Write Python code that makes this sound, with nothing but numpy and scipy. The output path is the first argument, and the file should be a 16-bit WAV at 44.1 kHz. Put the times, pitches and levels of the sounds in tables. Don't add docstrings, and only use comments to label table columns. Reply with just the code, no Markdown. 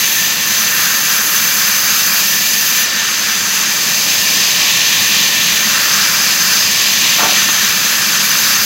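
import sys
import numpy as np
from scipy import signal
from scipy.fft import rfft, irfft, next_fast_len
from scipy.io import wavfile

SR = 44100
rng = np.random.default_rng(int(sys.argv[2]) if len(sys.argv) > 2 else 0)


def digitize_waveform(pressure):
    field = np.atleast_2d(pressure).T
    bounded = np.clip(field, -1, 1)
    quanta = np.round(bounded * 32767).astype(np.int16)
    wavfile.write(sys.argv[1], SR, quanta)


N = 381465
TIME = np.arange(N) / SR


def from_db(db):
    return 10 ** (np.asarray(db) / 20)


def rms_one(x):
    return x / np.sqrt(np.mean(x ** 2) + 1e-20)


def noise():
    return rng.standard_normal(N)


def drift(rate_hz):
    step = 40
    pole = np.exp(-2 * np.pi * rate_hz * step / SR)
    slow = signal.lfilter([1], [1, -2 * pole, pole * pole], rng.standard_normal(N // step + 2002))[2000:]
    return np.interp(np.arange(N) / step, np.arange(len(slow)), rms_one(slow))


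def in_time(rows):
    return np.interp(TIME, *np.transpose(rows))


def swell(start, end, rise_s, fall_s):
    return np.clip(np.minimum(1 + (TIME - start) / rise_s, 1 - (TIME - end) / fall_s), 0, 1)


def stretches(rows, rise_s, fall_s):
    return np.max([db * swell(start, end, rise_s, fall_s) for start, end, db in rows], axis=0)


def coloured(x, spectrum):
    size = next_fast_len(N)
    hz, db = np.transpose(spectrum)
    bins = np.maximum(np.arange(size // 2 + 1) * SR / size, 1)
    gain = from_db(np.interp(np.log(bins), np.log(hz), db))
    gain *= np.minimum(bins / hz[0], 1) ** 2 * np.minimum(hz[-1] / bins, 1) ** 2
    return rms_one(irfft(rfft(x, size) * gain, size)[:N])


def resonate(x, hz, width_hz):
    r = np.exp(-np.pi * width_hz / SR)
    feedback = [1, -2 * r * np.cos(2 * np.pi * hz / SR), r * r]
    return signal.lfilter(np.array([1, 0, -1]) * (1 - r * r) / 2, feedback, x + 1e-18)


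def narrow_noise(hz, width_hz):
    return resonate(resonate(noise(), hz, width_hz), hz, width_hz)


def grains(per_s, spread_db, wash_db):
    sizes = from_db(spread_db * np.minimum(rng.exponential(1, N), 4)) * rng.choice([-1, 1], N)
    snaps = sizes * (rng.random(N) < per_s / SR)
    return rms_one(snaps) + from_db(wash_db) * noise()


def lap(depth_db, lap_hz=3.69, peak_s=0.052):
    return depth_db * np.cos(2 * np.pi * lap_hz * (TIME - peak_s))


def squeal(hz, width_hz, sway_hz, jitter_hz):
    flex = np.cos(2 * np.pi * 4.04 * (TIME - .213))
    pitch_hz = hz + sway_hz * flex + jitter_hz * drift(16)
    phase = 2 * np.pi * np.cumsum(pitch_hz) / SR
    return rms_one(drift(width_hz) * np.cos(phase) + drift(width_hz) * np.sin(phase))


# start_s, end_s, load_db
HARD_WOOD = [(0, 0.02, 1.8), (2.6, 2.8, 1.0), (4.65, 5.25, 5.5), (5.6, 6.3, 2), (7.05, 7.15, 5.4),
             (7.5, 8.2, 2.1)]


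def load():
    return stretches(HARD_WOOD, rise_s=0.76, fall_s=1.15)


# peak_s, boost_db
SNAGS = [(7.06, .8), (7.37, 1.5), (8.5, 1.3)]


def snags():
    return sum(db * swell(s, s, rise_s=0.088, fall_s=0.088) for s, db in SNAGS)


# peak_s, spray_loss_db, closing_s, clearing_s
CHOKES = [(0.38, 4.5, .15, .17), (2.88, 4, 0.037, 1.0)]


def choking():
    return sum(db * swell(s, s, closing_s, clearing_s) for s, db, closing_s, clearing_s in CHOKES)


# time_s, relative_level_db
WALL_FRICTION = [(0, -22.5), (1.4, -21), (2.0, -17), (2.85, -21), (3.4, -21), (4.3, -15.5), (4.8, -19),
                 (5.2, -19), (5.42, -21.5), (5.98, -15), (6.75, -16.3), (7.2, -20), (7.8, -19.5),
                 (8.5, -15.5)]


def friction():
    return in_time(WALL_FRICTION)


# time_s, level_db
RUMBLE_LEVEL = [(0, -31), (3.2, -31.5), (4, -29.5), (6.5, -29.3), (8.65, -30.5)]
# frequency_hz, relative_density_db
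RUMBLE_SPECTRUM = [(25, -42), (42, -32), (65, -22), (105, -9), (140, -8.5), (170, -2.5), (215, 1),
                   (250, -10.5), (305, -8), (390, -12), (560, -9.5), (780, -11), (1020, -8), (1300, -20)]


def machine(mains_hz=50):
    rumble = from_db(in_time(RUMBLE_LEVEL)) * coloured(noise(), RUMBLE_SPECTRUM)
    drone = from_db(-58.5 + 2.2 * load()) * rms_one(narrow_noise(hz=608, width_hz=10))
    hum = from_db(-55 + 1.5 * drift(2.2)) * rms_one(np.sin(2 * np.pi * 2 * mains_hz * TIME))
    return rumble + drone + hum


# time_s, strength_db
KNOCKS = [(7.186, -10), (7.194, -5.5), (7.205, -9.5), (7.218, -9), (7.231, -8.5), (7.242, -10),
          (7.253, -11), (7.263, -10), (7.273, -17), (7.285, -17), (7.32, -15), (7.486, -8.5)]


def contacts(sharp_hz=1400, settled_hz=680, settle_s=0.037, rest_s=.1):
    first = last = 0
    for s, db in KNOCKS:
        if s - last > rest_s:
            first = s
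        last = s
        yield s, db, settled_hz + (sharp_hz - settled_hz) * np.exp((first - s) / settle_s)


# frequency_hz, width_hz, gain_db
WOOD_MODES = [(298, 32, 5), (426, 50, -4), (568, 60, -4.5), (720, 85, -4.5), (896, 41, -2.5),
              (1070, 70, -9), (1160, 44, -5.5), (1327, 59, -4)]


def clatter(crunch_s=0.0099, shed_t60_s=0.48):
    force = np.zeros(N)
    for s, db, hz in contacts():
        age = np.maximum(TIME - s, 0)
        blow = from_db(4.5) * np.sin(2 * np.pi * hz * age) * np.exp(-np.minimum(hz * age, 20))
        fade = np.exp(-age / crunch_s) + from_db(-14.5 - 60 * np.minimum(age / shed_t60_s, 2))
        crunch = fade * rms_one(resonate(noise(), hz, hz * 0.6))
        force += from_db(db) * (TIME >= s) * (blow + crunch)
    body = sum(from_db(db) * resonate(force, hz, width_hz) for hz, width_hz, db in WOOD_MODES)
    return body + from_db(-13.5) * force


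# start_s, end_s, boost_db
GUSHES = [(0, 2.83, 4.5), (4.0, 4.3, 1.0), (5.5, 8, 1), (8.25, 8.65, 3.1)]
# frequency_hz, relative_density_db
SPRAY_SPECTRUM = [(7000, -27), (9500, -12.5), (10700, -8), (11100, -0.5), (11500, 1), (12300, 0),
                  (13600, 1), (14800, 2), (15800, 1)]


def sawdust():
    rub_db = friction()
    spray_db = -21.5 + stretches(GUSHES, rise_s=.1, fall_s=.04) - choking()
    spray_db += .12 * (rub_db - rub_db.mean())
    chips = coloured(grains(per_s=7000, spread_db=6, wash_db=9), SPRAY_SPECTRUM)
    whistle = from_db(-15) * squeal(hz=11330, width_hz=70, sway_hz=189, jitter_hz=90)
    return from_db(spray_db + lap(depth_db=0.14) + 0.82 * drift(16)) * (chips + whistle)


def whine(swell_db=4.5, period_s=2.33, peak_s=0.57):
    cycle = np.cos(2 * np.pi * (TIME - peak_s) / period_s)
    level_db = -31.5 + swell_db * cycle + 1.3 * drift(6.1)
    return from_db(level_db) * rms_one(narrow_noise(hz=1783, width_hz=75))


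# frequency_hz, resonator_width_hz, gain_db
STEEL_MODES = [(1785, 164, -4), (1932, 70, -9), (2332, 71, -1.5), (2450, 79, -7.5), (2690, 79, -3),
               (2820, 79, -5.5), (4686, 94, -2.5), (6064, 170, -1.5), (6254, 370, -2.5)]
# frequency_hz, relative_density_db
HISS_SPECTRUM = [(4000, -13), (5700, -5), (6500, 1), (7200, 0), (7800, -6), (8500, -14.5), (9800, -12),
                 (10800, -10.5), (16000, -24)]


def steel():
    ring = sum(narrow_noise(hz, width_hz) * from_db(db + 1.4 * drift(10))
               for hz, width_hz, db in STEEL_MODES)
    shriek_db = -8 + 0.55 * drift(21) + 0.8 * drift(3.4)
    shriek = from_db(shriek_db) * squeal(hz=6206, width_hz=55, sway_hz=45.3, jitter_hz=114.8)
    hiss_db = -4.5 + lap(depth_db=0.35) + 0.5 * drift(15)
    hiss = from_db(hiss_db) * coloured(grains(per_s=5000, spread_db=2.5, wash_db=1), HISS_SPECTRUM)
    steel_db = -16 + snags() - .65 * choking()
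    return from_db(steel_db) * (from_db(-4.5) * rms_one(ring) + shriek + hiss)


# start_s, end_s, rasp_boost_db
HOLLOW_WOOD = [(0.75, 2.1, 6), (3.1, 3.7, 4), (5.78, 6.2, 8.5), (6.48, 6.53, 6.5), (7.45, 8.65, 6)]
# frequency_hz, relative_density_db
RASP_SPECTRUM = [(600, -28), (950, -13.5), (1200, -2.5), (1330, -1), (1410, -3), (1600, 2), (1850, -4),
                 (2150, -7), (3000, -35)]
BITE_SPECTRUM = [(800, -23), (1110, -5.5), (1250, -15.5), (1400, -19), (1650, -8.5), (1950, -2),
                 (2160, -5.5), (2400, 0.5), (3000, 0), (4200, -.5), (4800, -5.5), (6000, -6.5), (9000, -33)]
RUB_SPECTRUM = [(3600, -25), (4400, -3.5), (4750, -1), (5000, 2.5), (5250, -4.5), (5420, -1), (5750, -9.5),
                (6500, -14), (9000, -21)]


def cutting():
    effort_db = lap(depth_db=.5) + snags() + 0.41 * drift(30)
    rasp_db = -28.5 - 0.33 * load() + stretches(HOLLOW_WOOD, rise_s=0.44, fall_s=.2) + 0.77 * drift(7.8)
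    rasp = from_db(rasp_db) * coloured(grains(per_s=1400, spread_db=3, wash_db=-1.5), RASP_SPECTRUM)
    bite = from_db(-20 + load()) * coloured(grains(per_s=3500, spread_db=1.5, wash_db=1.5), BITE_SPECTRUM)
    rub = from_db(friction() - 3 + 0.65 * drift(4)) * coloured(noise(), RUB_SPECTRUM)
    return from_db(effort_db) * (rasp + bite + rub)


def scene():
    mono = from_db(-1) * clatter() + cutting() + steel() + whine() + sawdust() + machine()
    return np.array([mono, mono])


def record(dry):
    cutoff_hz = 15800
    low_pass = signal.ellip(14, .05, 80, cutoff_hz, fs=SR, output="sos")
    return signal.sosfilt(low_pass, np.clip(dry, -.95, .95))


dry = scene()
out = record(dry)
digitize_waveform(out)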